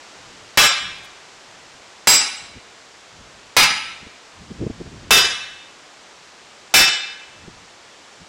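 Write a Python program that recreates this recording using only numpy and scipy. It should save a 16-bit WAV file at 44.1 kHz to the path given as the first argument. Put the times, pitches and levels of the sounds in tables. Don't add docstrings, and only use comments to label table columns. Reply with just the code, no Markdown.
import sys
import numpy as np
from scipy import signal
from scipy.fft import rfft, irfft, next_fast_len
from scipy.io import wavfile
from scipy.ndimage import uniform_filter1d

SR = 44100
rng = np.random.default_rng(int(sys.argv[2]) if len(sys.argv) > 2 else 0)


def put_to_file(sound):
    columns = np.atleast_2d(sound).T
    safe = np.clip(columns, -1, 1)
    whole_steps = np.round(safe * 32767)
    wavfile.write(sys.argv[1], SR, whole_steps.astype(np.int16))


N = 365148
TIME_S = np.arange(N) / SR
RING_N = int(1.4 * SR)
AGE_S = TIME_S[:RING_N]


def from_db(db):
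    return 10 ** (np.asarray(db) / 20)


def unit_rms(x):
    return x / np.sqrt(np.mean(x ** 2) + 1e-20)


def at_hz(points, hz):
    points_hz, values = np.transpose(points)
    return np.interp(np.log(np.maximum(hz, 1)), np.log(points_hz), values)


def decay(t60_s):
    return np.exp(-np.log(1000) * AGE_S / max(t60_s, 1e-3))


def filtered(x, hz, kind, order=2):
    return signal.sosfilt(signal.butter(order, hz, kind, fs=SR, output="sos"), x)


def coloured_noise(spectrum, size):
    gain = from_db(at_hz(spectrum, np.fft.rfftfreq(size, 1 / SR)))
    return unit_rms(irfft(rfft(rng.standard_normal(size)) * gain, size))


def swell_power(rows):
    return sum(from_db(db) ** 2 * np.exp(-np.minimum(((TIME_S - peak_s) / half_width_s) ** 2, 100))
               for peak_s, db, half_width_s in rows)


# (time [s], level [dB])
HISS_LEVEL = [(0, -43), (2.5, -45.5), (8.28, -45.4)]
# (frequency [Hz], relative density [dB])
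HISS_SPECTRUM = [(25, -22), (100, -11), (200, -6), (350, -1), (800, 0.5), (1400, -1), (2300, -3),
                 (5500, -6.5), (7500, -10), (9000, -18.5), (11000, -29), (13500, -42), (15000, -62)]
def outdoor_hiss():
    level = from_db(np.interp(TIME_S, *np.transpose(HISS_LEVEL)))
    return level * coloured_noise(HISS_SPECTRUM, next_fast_len(N))[:N]


# (arrival [s], level [dB], hold [s])
WIND_GUSTS = [(.19, -56.5, .24), (.82, -46.5, 0.036), (1.5, -62, 0.26), (2.418, -56, 0.041),
              (3.165, -46.5, .02), (3.847, -53, .03), (4.408, -44, 0.85), (7.4, -47.5, 0.045)]
def breeze_power(draught_db=-68, rise_db_per_s=248, fall_db_per_s=62, flutter_db=2.3, flutter_hz=15):
    power = from_db(draught_db) ** 2
    for arrival_s, db, hold_s in WIND_GUSTS:
        rise_db = rise_db_per_s * np.maximum(arrival_s - TIME_S, 0)
        fall_db = fall_db_per_s * np.maximum(TIME_S - arrival_s - hold_s, 0)
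        power = power + from_db(db - rise_db - fall_db) ** 2
    flutter = unit_rms(filtered(rng.standard_normal(N + SR), flutter_hz, "low")[SR:])
    return power * from_db(flutter_db * flutter) ** 2


# (time [s], level [dB], half width [s])
WIND_BUFFETS = [(2.57, -38.5, .011), (4.03, -42, .009), (4.07, -38, 0.0045), (4.515, -29.5, 0.0074),
                (4.626, -23, .018), (4.67, -20, 0.0053), (4.706, -23.5, 0.0052), (4.812, -26.5, 0.0065),
                (4.872, -35.5, .012), (7.483, -34.5, 0.0049), (8.22, -44.5, 0.013)]
def wind(low_hz=85, calm_hz=210, strong_hz=380, calm_db=-45, strong_db=-22, window_s=0.0137):
    level = np.sqrt(breeze_power() + swell_power(WIND_BUFFETS))
    strength = np.clip((20 * np.log10(level) - calm_db) / (strong_db - calm_db), 0, 1)
    eddies = rng.standard_normal((2, N))
    slow = unit_rms(filtered(filtered(eddies[0], low_hz / 2, "high"), calm_hz, "low", order=3))
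    fast = unit_rms(filtered(filtered(eddies[1], low_hz, "high"), strong_hz, "low", order=4))
    rumble = np.sqrt(1 - strength) * slow + np.sqrt(strength) * fast
    running_rms = np.sqrt(uniform_filter1d(rumble ** 2, int(window_s * SR)) + 1e-3)
    return level * rumble / running_rms


def air_slap(centre_hz=1050, level_db=10.5, t60_s=0.019):
    puff = unit_rms(filtered(rng.standard_normal(RING_N), [centre_hz / 2, centre_hz * 2], "band"))
    return from_db(level_db) * puff * decay(t60_s)


# (frequency [Hz], relative density [dB])
CRACK_SPECTRUM = [(40, -20), (150, -15.5), (450, -9), (800, -4), (1300, -2), (2400, -2), (4000, -3),
                  (6300, -5.5), (8000, -14), (10000, -17)]
def contact_crack(gain_db, base_db=5.5, t60_s=0.06):
    return from_db(base_db + gain_db) * coloured_noise(CRACK_SPECTRUM, RING_N) * decay(t60_s)


def ring(modes, gain_db):
    gains = from_db(gain_db) * rng.choice([-1, 1], len(modes))
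    return sum(gain * from_db(db) * decay(t60_s) * np.sin(2 * np.pi * hz * AGE_S)
               for (hz, db, t60_s), gain in zip(modes, gains))


# (frequency [Hz], level [dB], t60 [s])
BLADE_MODES = [(900, -17, .06), (1002, -14, .12), (1208, -12, .11), (1262, -15, .08), (1332, -12, .12),
               (1462, -12, .1), (1555, -8.5, .11), (1688, -12, .13), (1885, -13, .17), (1962, -15, .08),
               (2141, -13, .14), (2372, -5.5, .08), (2480, -10, .045), (2641, -6.5, .16),
               (2986, -10.5, .12), (3160, -12, .06), (3320, -10, .12), (3500, -15, .06), (3636, -7, .19),
               (3810, -15, .07), (3955, -13, .08), (4059, -12, .12), (4185, -14, .1), (4545, -12, .07),
               (4936, -7, .16), (5026, -13, .1)]
def blade_ring(gain_db, tilt_db_per_oct, spot_hz, boost_db=5.0, half_width_oct=0.16):
    mode_hz = np.array(BLADE_MODES)[:, 0]
    tilt_db = tilt_db_per_oct * np.log2(mode_hz / np.median(mode_hz))
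    spot_db = boost_db * np.exp(-(np.log2(mode_hz / spot_hz) / half_width_oct) ** 2)
    return ring(BLADE_MODES, gain_db + tilt_db + spot_db)


# (frequency [Hz], level [dB], t60 [s])
BLOCK_MODES = [(5399, -14, .13), (5497, -11.5, .21), (6042, -18, .2), (6228, -19, .12), (6468, -19, .12),
               (6707, -21, .14), (7122, -22, .19), (8266, -26, .18)]
# (frequency [Hz], level [dB], t60 [s])
HAMMER_MODES = [(7570, -21, .09), (7652, -13.5, .28)]
# (frequency [Hz], level [dB], t60 [s])
SHIMMER_MODES = [(9455, -33, .6), (9528, -31, .6), (11038, -44, .6), (13135, -46, .5), (13654, -56, .65)]
def steel_clang(crack, blade, hammer_db, block_db, shimmer_db, top_hz=8500):
    impact = crack + blade + ring(BLOCK_MODES, block_db) + ring(HAMMER_MODES, hammer_db)
    return filtered(impact, top_hz, "low", order=8) + ring(SHIMMER_MODES, shimmer_db)


# (delay [s], level [dB])
YARD_RETURNS = [(.06, -7.5), (.135, -19), (.19, -27), (.325, -44)]
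# (frequency [Hz], t60 [s])
TAIL_T60 = [(100, 0.72), (500, 0.56), (1000, 0.79), (1600, 0.92), (3000, 0.94), (5500, 0.67), (8000, 0.66),
            (14000, 0.37)]
def yard_response(near_t60_s=0.29, return_t60_s=0.12, tail_db=-8.5):
    near = rng.standard_normal(RING_N) * decay(near_t60_s)
    echo = near / np.linalg.norm(near)
    for delay_s, db in YARD_RETURNS:
        smear = rng.standard_normal(RING_N) * decay(return_t60_s)
        delayed = np.interp(AGE_S - delay_s, AGE_S, smear, left=0)
        echo += from_db(db) * delayed / np.linalg.norm(smear)
    white = rfft(rng.standard_normal(RING_N))
    hz = np.fft.rfftfreq(RING_N, 1 / SR)
    edges_hz = np.geomspace(30, 18000, 19)
    tail = np.zeros(RING_N)
    for low_hz, high_hz in zip(edges_hz, edges_hz[1:]):
        band = irfft(white * (hz >= low_hz) * (hz < high_hz), RING_N)
        tail += band * decay(at_hz(TAIL_T60, np.sqrt(low_hz * high_hz)))
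    return echo + from_db(tail_db) * tail / np.linalg.norm(tail)


# (time [s], crack gain [dB], blade gain [dB], blade tilt [dB/oct], spot frequency [Hz],
# hammer gain [dB], block gain [dB], shimmer gain [dB])
HAMMER_BLOWS = [(0.5737, -3, 0.5, 0.5, 3210, -1, 2, -2.5), (2.0718, -1.5, -10, 11, 4950, 10.5, 2.5, 1.5),
                (3.5661, -1, -2, -4, 4960, -23, -11, 1.5), (5.107, -0.5, 1.3, -1, 2840, -9, 3, 6.5),
                (6.7398, -1.5, 2.5, 2.2, 2870, 4, 4, 0)]
def hammering():
    out = np.zeros(N + RING_N)
    for time_s, crack_db, blade_db, tilt_db_per_oct, spot_hz, *tool_gains_db in HAMMER_BLOWS:
        crack = contact_crack(crack_db)
        blade = blade_ring(blade_db, tilt_db_per_oct, spot_hz)
        clang = steel_clang(crack, blade, *tool_gains_db)
        slap = air_slap()
        echo = signal.fftconvolve(clang, yard_response())[:RING_N]
        start = int(time_s * SR)
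        out[start:start + RING_N] += slap + clang + echo
    return out[:N]


# (time [s], level [dB], half width [s])
FLAKE_SLIDES = [(.985, -61, 0.042), (1.046, -40, 0.011), (1.193, -62, .008)]
def scale_flakes(low_hz=5500, grain_db=6.5):
    grains = rng.standard_normal(N) * from_db(grain_db * rng.exponential(1, N))
    sizzle = unit_rms(filtered(grains, [low_hz, 2 * low_hz], "band"))
    return np.sqrt(swell_power(FLAKE_SLIDES)) * sizzle


def scene():
    mono = outdoor_hiss() + hammering() + wind() + scale_flakes()
    return np.tile(mono, (2, 1))


def record(dry):
    clip_level, cutoff_hz = 0.4, 16000
    clipped = np.clip(dry, -clip_level, clip_level)
    return signal.sosfilt(signal.ellip(10, .1, 80, cutoff_hz, fs=SR, output="sos"), clipped)


dry = scene()
out = record(dry)
put_to_file(out)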